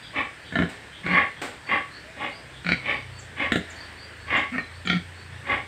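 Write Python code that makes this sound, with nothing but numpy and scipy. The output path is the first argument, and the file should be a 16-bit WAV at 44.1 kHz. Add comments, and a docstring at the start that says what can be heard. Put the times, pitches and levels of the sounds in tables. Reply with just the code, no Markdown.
"""Young pigs lie in a concrete pen with sheet-metal walls; small birds chirp outside over the yard's hiss.
One pig starts a run of hoarse rasps, air forced through a tight throat. Another grunts close by:
slow snaps of the vocal folds, some over a low nasal hum. A nose sighs softly and a snout snorts.
From about halfway a far engine swells, booming in the pen as it slows and picks up again,
and a nearer bird adds sharp falling tweets while the pigs go on."""
import sys
import numpy as np
from scipy import signal
from scipy.fft import rfft, irfft
from scipy.io import wavfile
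from scipy.ndimage import uniform_filter1d

SR = 44100
rng = np.random.default_rng(int(sys.argv[2]) if len(sys.argv) > 2 else 0)


def to_wav(sig):
    """Store sig (one row per channel, or 1-D mono) as 16-bit WAV at the path in sys.argv[1].

    Samples outside -1..1 are clipped; the rate is SR.
    """
    pcm = np.clip(np.atleast_2d(sig), -1, 1) * 32767
    pcm = np.round(pcm).astype(np.int16)
    wavfile.write(sys.argv[1], SR, pcm.T)  # frames by channels


N = 250047
TIME = np.arange(N) / SR
HZ = np.fft.rfftfreq(8192, 1 / SR)

# snap trains: start_s, length_s, first_gap_s, gap_growth_s, full_effort_s, rise_s, fall_s,
# level_db, thump_db, click_db, rebound_db, tilt_db_per_octave
GRUNT_EVENTS = [ (.5235, .115, .0318, .001, .034, .034, .13, -2, -3, -36, -3, 2.5),
                (1.064, .015, .03, 0, .002, .036, .06, -7.5, -1.5, -36, -20, -4),
                (2.6465, .088, .0187, .0054, .05, .039, .1, 2, -5, -33, -13, 1),
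                (3.5198, .055, .0372, 0, .002, .036, .065, -1, 3.5, -20.5, -20, 2.5),
                (4.5225, .063, .036, -.013, .07, .045, .06, -4, -5, -42, -20, 0),
                (4.852, .135, .021, .005, .035, .024, .05, .5, -5.5, -34, -16, 2)]
# throat resonances, one list per grunt: centre_hz, width_hz, level_db
THROAT_MODES = [
    [(657, 70, -1.5), (1050, 350, -14.5), (1416, 120, -4), (1758, 164, -0.5), (2100, 220, -11.5),
     (3060, 320, -18), (3800, 320, -22.5)],
    [(1480, 120, -2), (1860, 480, -6), (2280, 120, 3), (3430, 350, -19), (4170, 850, -16)],
    [(616, 290, -14), (1478, 160, -3), (1834, 320, -7), (2330, 210, 1), (3020, 400, -18.5),
     (3955, 56, -9.5), (4350, 360, -16), (5700, 200, -36)],
    [(675, 84, 2.5), (1425, 130, 0), (1734, 76, 1.5), (1880, 460, -3), (2930, 480, -11), (3500, 520, -13),
     (3930, 300, -13.5)],
    [(653.6, 190, -13), (1354, 180, -1), (1820, 114, 2.5), (2220, 210, -2), (2570, 190, -7.5),
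     (4373, 440, -26)],
    [(740, 120, -6.5), (1375, 94, 5), (1850, 180, 0.5), (2290, 230, 0), (3260, 290, -3.5), (3800, 250, -13),
     (4380, 420, -15), (6000, 320, -26)],
]
# chest resonances: centre_hz, width_hz, level_db
CHEST_MODES = [(188, 73, -3.5), (274, 90, -5.5), (438, 246, -16.5), (90.5, 130, -13)]
def grunts(throat_db=6, chest_db=6, wet_db=4, puff_s=0.018, shake_s=0.022, spread_s=0.003984):
    """Each snap of the folds rings throat and chest, with a puff of air and a wet click."""
    out, t = np.zeros(N), np.arange(len(HZ)) / SR
    octaves = np.log2(np.clip(HZ, 500, 5000) / 2000)
    chest = impulse(resonances(CHEST_MODES, skirt=1.2))
    click_hz_db = [(1000, -24), (4000, 3), (5600, -13), (6800, 10.5), (8400, 7), (10500, -14), (15000, -7)
                   ]
    click = impulse(amp(log_interp(click_hz_db, HZ)))
    for grunt, throat in zip(GRUNT_EVENTS, THROAT_MODES):
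        for start_s, db, thump_db, click_db, tilt_db in snaps(*grunt):
            # soft folds peel apart: each band leaves at its own moment
            lag_s = spread_s * np.interp(HZ, np.linspace(0, SR / 2, 50), rng.random(50) ** 2)
            peel = irfft(np.exp(-2j * np.pi * np.cumsum(lag_s) * HZ[1]))[:len(t)]
            puff = rng.standard_normal(len(t)) * np.exp(-t / puff_s)
            modes = [(hz * (1 + 0.023 * rng.standard_normal()), width_hz, mode_db)
                     for hz, width_hz, mode_db in throat]
            voice = impulse(resonances(modes, skirt=0.85) * amp(tilt_db * octaves))
            add(out, start_s, amp(throat_db + db) * through(peel + 0.036 * puff, voice))
            flesh_shake = through(rng.standard_normal(len(t)) * np.exp(-t / shake_s), chest)
            add(out, start_s, amp(chest_db + thump_db) * (0.79 * chest + 0.032 * flesh_shake))
            add(out, start_s, amp(wet_db + click_db) * through(0.33 * peel + 0.055 * puff, click))
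    return out


def snaps(start_s, length_s, gap_s, growth_s, full_s, rise_s, fall_s,
          level_db, thump_db, click_db, rebound_db, tilt_db, rebound_s=0.0115, chest_lag_s=0.031):
    """Slack folds snap, then slap once more, with more thump than voice; the chest swells later."""
    t = 0
    while t < length_s:
        effort_db = swell_db(t - full_s, rise_s, fall_s)
        voice_db = level_db + effort_db
        chest_db = thump_db + swell_db(t - full_s - chest_lag_s, rise_s=0.067, fall_s=fall_s)
        wet_db = click_db + 0.35 * effort_db
        yield start_s + t, voice_db, chest_db, wet_db, tilt_db
        yield (start_s + t + rebound_s, voice_db + rebound_db - 6.5,
               chest_db + rebound_db + 7, wet_db + rebound_db, tilt_db)
        t += max(gap_s, rebound_s)
        gap_s += growth_s


# nasal hums: start_s, length_s, mid_pitch_hz, glide_hz_per_s, end_db, crescendo_db_per_s, throat_index
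HUM_EVENTS = [(1.04, .105, 178.4, -51, -25, 62, 1), (2.65, 0.079, 173, 17, -28.5, -12, 2),
              (4.514, .045, 248.3, 250, -29, 100, 4), (4.848, 0.12, 182.2, -66, -21, 121, 5)]
def hums(level_db=-1, leak_db=-11, jitter=0.043, attack_s=0.013, release_db_per_s=545):
    """With the mouth shut the folds run smoothly: almost a sine, with air leaking once a cycle."""
    out = np.zeros(N)
    for start_s, length_s, pitch_hz, glide, end_db, crescendo, throat_index in HUM_EVENTS:
        t = np.arange(0, length_s + 40 / release_db_per_s, 1 / SR)
        hz = (pitch_hz + glide * (t - length_s / 2)) * (1 + jitter * wander(len(t), 80))
        phase = 2 * np.pi * np.cumsum(hz) / SR
        slope_db_per_s = np.where(t < length_s, crescendo, -release_db_per_s)
        envelope = np.minimum(t / attack_s, 1) * amp(level_db + end_db + (t - length_s) * slope_db_per_s)
        tone = unit(np.sin(phase) + amp(-22) * np.sin(2 * phase))
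        puffs = rng.standard_normal(len(t)) * (1 + np.cos(phase)) ** 2
        leak = unit(through(puffs, impulse(resonances(THROAT_MODES[throat_index]))))
        strain = (pitch_hz / 180) ** 3  # tense, high folds leak more
        add(out, start_s, envelope * (tone + amp(leak_db) * strain * leak))
    return out


# hoarse breaths: first_catch_s, peak_s, rise_s, effort_db, tight_db, whistle_db, upper_hz_ratio, air_db
RASP_EVENTS = [ (.16, 0.179, 0.038, -22, -1.5, 2.5, 1.07, -4.5),
               (1.061, 1.178, 0.097, -16.5, 0.5, 1, .98, -6.5),
               (1.691, 1.734, 0.051, -20, -0.5, 1.5, 0.97, -3.5),
               (2.199, 2.244, 0.075, -28.5, -6, -7, 1.02, 1),
               (2.858, 2.908, 0.069, -23.5, -1, -7.5, 1.063, -2),
               (3.398, 3.429, 0.062, -22.5, -0.5, -3, 1.025, -3),
               (4.304, 4.368, 0.083, -19, 0, -0.5, 0.98, -1.5),
               (5.473, 5.519, 0.05, -21, -2.5, -3.5, 1.01, -4)]
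# lower and upper throat resonances: centre_hz, width_hz, level_db
RASP_LOW_MODES = [(95, 50, -14), (285, 140, -10), (570, 140, -11), (805, 110, -9), (1100, 220, -14),
                  (1380, 250, -18)]
RASP_HIGH_MODES = [(1675, 150, -6), (1845, 130, -4), (2075, 110, 1), (2200, 130, -3), (2435, 160, -7),
                   (2835, 200, -9.5), (3320, 320, -14.5), (3750, 150, -21), (4700, 900, -35)]
def rasps(level_db=-1, catch_hz=43, catch_fade_s=0.07, release_s=0.0054, sag=0.27, uncaught_db=-3.5,
          flutter_db=0.68, whistle_hz=1127, whistle_width_hz=60):
    """Soft tissue in a tight throat catches and chops the airflow; the snout adds a hollow whistle."""
    out = np.zeros(N)
    airy_top = np.clip(np.log2(HZ / 2300 + 1e-9) * 3, 0, 1)
    edge_db = 1.5 * airy_top - 2.5 * np.clip((HZ - 3650) / 400, 0, 1)
    for catch_s, peak_s, rise_s, db, tight_db, whistle_db, ratio, air_db in RASP_EVENTS:
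        t = np.arange(catch_s - 0.04, peak_s + 0.18, 1 / SR)
        since_s = t - catch_s
        # each release jumps up, then sags; the chopping evens out as the throat opens
        jumps = np.exp(-(since_s % (1 / catch_hz)) / release_s) - sag
        chop_db = np.where(since_s < 0, uncaught_db, 6.5 * np.exp(-since_s / catch_fade_s) * jumps)
        flutter = unit(amp(flutter_db * wander(len(t), 130)))
        flow = amp(level_db + db + swell_db(t - peak_s, rise_s, fall_s=0.068) + chop_db) * flutter
        upper = [(hz * ratio, width_hz, mode_db + tight_db) for hz, width_hz, mode_db in RASP_HIGH_MODES]
        modes = [*RASP_LOW_MODES, *upper, (whistle_hz, whistle_width_hz, whistle_db)]
        throat = resonances(modes, skirt=0.76) * amp(air_db * airy_top + edge_db)
        air = flow * signal.windows.tukey(len(t), 0.1) * rng.standard_normal(len(t))
        add(out, t[0], signal.fftconvolve(air, impulse(throat)))
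    return out


# nostril blasts: start_s, level_db
SNORT_EVENTS = [(0.689, -38), (.82, -59), (1.415, -28.5)]
# snort spectrum: freq_hz, level_db
SNORT_SPECTRUM = [(100, -17.5), (250, -0.5), (700, -0.5), (1100, -5.5), (1800, -1), (2600, -6.5),
                  (4000, -13.5), (6200, -23), (8200, -14.5), (10200, -32.5), (15500, -34)]
def snorts(attack_s=0.0033, fade_db_per_s=166, flutter_db=1):
    """Sudden blasts of air from the nostrils."""
    flow = sum(np.clip((TIME - start_s) / attack_s, 0, 1) * amp(db - fade_db_per_s * abs(TIME - start_s))
               for start_s, db in SNORT_EVENTS)
    flow *= unit(amp(flutter_db * wander(N, 300)))
    return through(flow * rng.standard_normal(N), impulse(amp(log_interp(SNORT_SPECTRUM, HZ))))


# soft exhalations: peak_s, level_db
SIGH_EVENTS = [(.73, -52), (3.78, -45)]
# nose resonances: centre_hz, width_hz, level_db
NOSE_MODES = [(600, 600, -12), (1830, 510, -2.5), (3300, 1600, -16)]
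def sighs(rise_s=0.31, fall_s=0.24):
    """Slow, soft air through a pig's nose."""
    flow = sum(amp(db + swell_db(TIME - peak_s, rise_s, fall_s)) for peak_s, db in SIGH_EVENTS)
    return through(flow * rng.standard_normal(N), impulse(resonances(NOSE_MODES)))


# falling bird calls: start_s, length_s, top_hz, end_hz, level_db
TWEET_EVENTS = [(3.185, .038, 7650, 4700, -41), (3.696, .04, 7500, 4700, -43),
                (4.363, .04, 7450, 5400, -45), (4.853, .04, 7400, 5800, -45)]
def tweets(level_db=-1, fade_db=22, warble=0.027):
    """A nearer bird: each tweet flicks up, then drops and fades."""
    out = np.zeros(N)
    for start_s, length_s, top_hz, end_hz, db in TWEET_EVENTS:
        progress = np.linspace(0, 1, int(length_s * SR))
        hz = np.interp(progress, [0, 0.12, 0.25, 1], [0.88 * top_hz, top_hz, 0.98 * top_hz, end_hz])
        hz *= 1 + warble * wander(len(hz), 600)
        envelope_db = np.interp(progress, [0, 0.15, 0.35, 1], [-fade_db, 0, 0, -fade_db])
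        whistle = np.sin(2 * np.pi * np.cumsum(hz) / SR) * signal.windows.tukey(len(hz), 0.1)
        add(out, start_s, amp(level_db + db + envelope_db) * whistle)
    return out


# small bird calls: start_s, pitch_hz, glide_share, level_db, warble_share
CHIRP_EVENTS = [(0, 4780, 0.085, -55.5, 0.025), (.012, 3400, -0.1, -46.5, 0.057),
                (0.399, 4600, 0.0028, -56.5, 0.0087), (.43, 3380, .09, -49.5, 0.075),
                (0.908, 3270, .16, -47.5, 0.058), (1.07, 4400, 0.121, -50, 0.024),
                (1.355, 3400, .09, -49, 0.045), (1.625, 4580, 0.034, -55, .016),
                (1.9, 4400, .14, -49.5, 0.037), (2.03, 626, 0.14, -48.5, .01),
                (2.295, 4650, 0.19, -52, .02), (2.317, 680, 0.13, -51.5, .01),
                (2.385, 525, -0.011, -52, .01), (2.515, 3470, 0.048, -50.5, 0.045),
                (2.9, 4650, 0.025, -53, 0.018), (3.11, 4500, .05, -55, .017),
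                (3.742, 4520, 0.065, -48, .025), (3.96, 4570, 0.097, -50, 0.023),
                (4.174, 4510, 0.085, -57, .02), (4.575, 4060, -.07, -50, 0.0046),
                (4.7, 4490, 0.116, -57.5, 0.022), (5.137, 4470, 0.079, -55.5, .017),
                (5.3, 3500, .1, -55.5, .04)]
def chirps(level_db=-5, length_s=0.09, warble_hz=300):
    """Birds outside: gliding whistles, some made buzzy by a quick warble."""
    out, size = np.zeros(N), int(length_s * SR)
    for start_s, pitch_hz, glide, db, warble in CHIRP_EVENTS:
        hz = pitch_hz * (1 + glide * np.linspace(-0.5, 0.5, size))
        hz *= 1 + warble * wander(size, warble_hz)
        whistle = np.sin(2 * np.pi * np.cumsum(hz) / SR) * signal.windows.tukey(size, 0.6)
        add(out, start_s, amp(level_db + db) * unit(whistle))
    return out


# engine speed: time_s, firing_hz
ENGINE_SPEED = [(2.25, 36), (2.38, 33.0), (2.87, 32.5), (3.24, 29.5), (3.94, 27), (4.39, 26.4),
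                (4.93, 29.5), (5.67, 29.5)]
# engine loudness: time_s, level_db
ENGINE_LEVEL = [(0, -54), (1.9, -52.5), (2.5, -49), (2.85, -41.5), (3.35, -42), (3.8, -53.5), (4.28, -42.5),
                (4.65, -48.5), (5.1, -42.5), (5.67, -47)]
# exhaust orders: firing_multiple, level_db
EXHAUST_ORDERS = [(2, -7), (3, 1.5), (4, -2.5), (5, -8), (6, -23), (7, -14)]
# standing waves in the pen: centre_hz, width_hz, level_db
PEN_MODES = [(65, 22, -5.5), (82, 16, -0.5), (124.6, 18.6, 1.5), (148.7, 7.4, 0.5), (190, 36, -2.5)]
def engine(level_db=-2, waver_db=3):
    """Only low exhaust orders carry this far; each wavers on the way and booms at a standing wave."""
    firing_hz = np.interp(TIME, *np.transpose(ENGINE_SPEED))
    phase = 2 * np.pi * np.cumsum(firing_hz * (1 + 0.0063 * wander(N, 11.7))) / SR
    tone = np.zeros(N)
    for order, db in EXHAUST_ORDERS:
        gain = amp(db + waver_db * wander(N, 5.8))
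        boom = np.interp(order * firing_hz, HZ, resonances(PEN_MODES))
        tone += gain * boom * np.cos(order * phase + 2 * np.pi * rng.random())
    return amp(level_db + np.interp(TIME, *np.transpose(ENGINE_LEVEL))) * unit(tone)


# base spectrum of the hiss: freq_hz, level_db
YARD_SPECTRUM = [(18, -69), (30, -33.5), (52, 0), (114, -3), (219, -6.5), (249, -5), (518, -6), (709, -8),
                 (1260, -7), (1770, 3), (2620, -7.5), (4540, -16.5), (5740, -21), (8280, -25.5),
                 (15500, -40.5)]
# broad peaks and dips on it: centre_hz, width_hz, gain_db
YARD_BUMPS = [(1880, 900, -4.5), (8400, 2130, 10.5), (6500, 1960, -4.5), (10620, 3000, -7.5)]
def yard(level_db=-45, patch_db=1.4):
    """Outdoor hiss with drifting patches."""
    hz, _, noise = signal.stft(rng.standard_normal(N), SR, nperseg=1024, noverlap=768)
    colour_db = log_interp(YARD_SPECTRUM, hz)
    colour_db += sum(db / (1 + (2 * (hz - centre) / width) ** 2) for centre, width, db in YARD_BUMPS)
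    colour_db += log_interp([(40, 2), (80, -9), (130, -9), (220, -11)], hz)
    patches = uniform_filter1d(rng.standard_normal(noise.shape), size=10, axis=0)
    patches = unit(uniform_filter1d(patches, size=16, axis=1))
    gain = amp(colour_db[:, None] + patch_db * patches)
    hiss = signal.istft(noise * gain, nperseg=1024, noverlap=768)[1][:N]
    return amp(level_db) * unit(hiss)


# floor and wall reflections: delay_s, gain
REFLECTIONS = [(.0028, 0.087), (.0056, 0.14), (.0082, 0.21), (0.013, .22), (0.0175, 0.15)]
def near_walls(x):
    """The direct sound and its first reflections."""
    out = x.copy()
    for delay_s, gain in REFLECTIONS:
        add(out, delay_s, gain * x)
    return out


# reverberation time: freq_hz, t60_s
PEN_DECAY = [(150, 0.1), (600, 0.32), (1650, 0.23), (2100, 0.32), (2700, 0.28), (5000, 0.4), (12000, 0.13)]
def pen_reverb(x, build_s=0.013):
    """The diffuse tail of the pen, each band dying at its own speed."""
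    hz, t, noise = signal.stft(rng.standard_normal(SR // 2), SR, nperseg=256)
    decay = amp(-60 * t / log_interp(PEN_DECAY, hz)[:, None])
    tail = signal.istft(noise * decay, SR, nperseg=256)[1]
    tail *= np.minimum(np.arange(len(tail)) / SR / build_s, 1)
    return through(x, tail / np.linalg.norm(tail))


def amp(db):
    """Decibels to gain."""
    return 10 ** (np.asarray(db) / 20)


def unit(x):
    """Scales to rms 1."""
    return x / np.sqrt(np.mean(x ** 2) + 1e-20)


def log_interp(points, hz):
    """Interpolates (freq_hz, value) points on a log-frequency axis."""
    freq_hz, value = np.transpose(points)
    return np.interp(np.log(hz + 1), np.log(freq_hz + 1), value)


def add(mix, start_s, sound):
    """Mixes a sound in at start_s."""
    part = mix[max(round(start_s * SR), 0):][:len(sound)]
    part += sound[:len(part)]


def wander(size, cutoff_hz):
    """Smooth random motion of rms 1."""
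    hz = np.fft.rfftfreq(size, 1 / SR)
    return unit(irfft(rfft(rng.standard_normal(size)) / (1 + (hz / cutoff_hz) ** 4), size))


def swell_db(t, rise_s, fall_s):
    """A rounded arch of effort: top at t = 0, 12 dB down rise_s before and fall_s after."""
    distance = t / np.where(t < 0, rise_s, fall_s)
    return -12 * (np.sqrt(1 + 3 * distance ** 2) - 1)


def resonances(modes, skirt=0.69):
    """Gain over HZ of a set of resonances, summed in power."""
    return np.sqrt(sum((amp(db) / (1 + (2 * (HZ - centre_hz) / width_hz) ** 2) ** skirt) ** 2
                       for centre_hz, width_hz, db in modes))


def impulse(gain):
    """Minimum-phase impulse response of energy 1 with this spectral shape."""
    log_gain = np.log(np.maximum(gain / gain.max(), 1e-5))
    mirrored = np.concatenate([log_gain, log_gain[-2:0:-1]])
    response = np.fft.ifft(np.exp(np.conj(signal.hilbert(mirrored)))).real[:len(HZ)]
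    return response / np.linalg.norm(response)


def through(x, response):
    """Filters a sound by an impulse response."""
    return signal.fftconvolve(x, response)[:len(x)]


def scene():
    """Pigs near and fairly dry, birds far and wet, engine and yard behind."""
    grunting = grunts()
    breath = rasps() + snorts() + sighs()
    chirping, tweeting = chirps(), tweets()
    send = amp(-8.5) * grunting + amp(-7.5) * breath + amp(-0.5) * chirping + amp(-5.5) * tweeting
    reverb = pen_reverb(send)
    pigs = near_walls(grunting) + hums() + breath
    return (pigs + chirping + tweeting + reverb + engine() + yard())[None]


def record(dry, low_hz=50, high_hz=15650):
    """The microphone sheds the deep bass; a steep low-pass limits the treble."""
    thin = signal.sosfilt(signal.butter(4, low_hz, "highpass", fs=SR, output="sos"), dry)
    lowpass = signal.firwin(511, high_hz, window=("kaiser", 9), fs=SR)
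    return signal.oaconvolve(thin, lowpass[None], "same")


dry = scene()
out = record(dry)
to_wav(out)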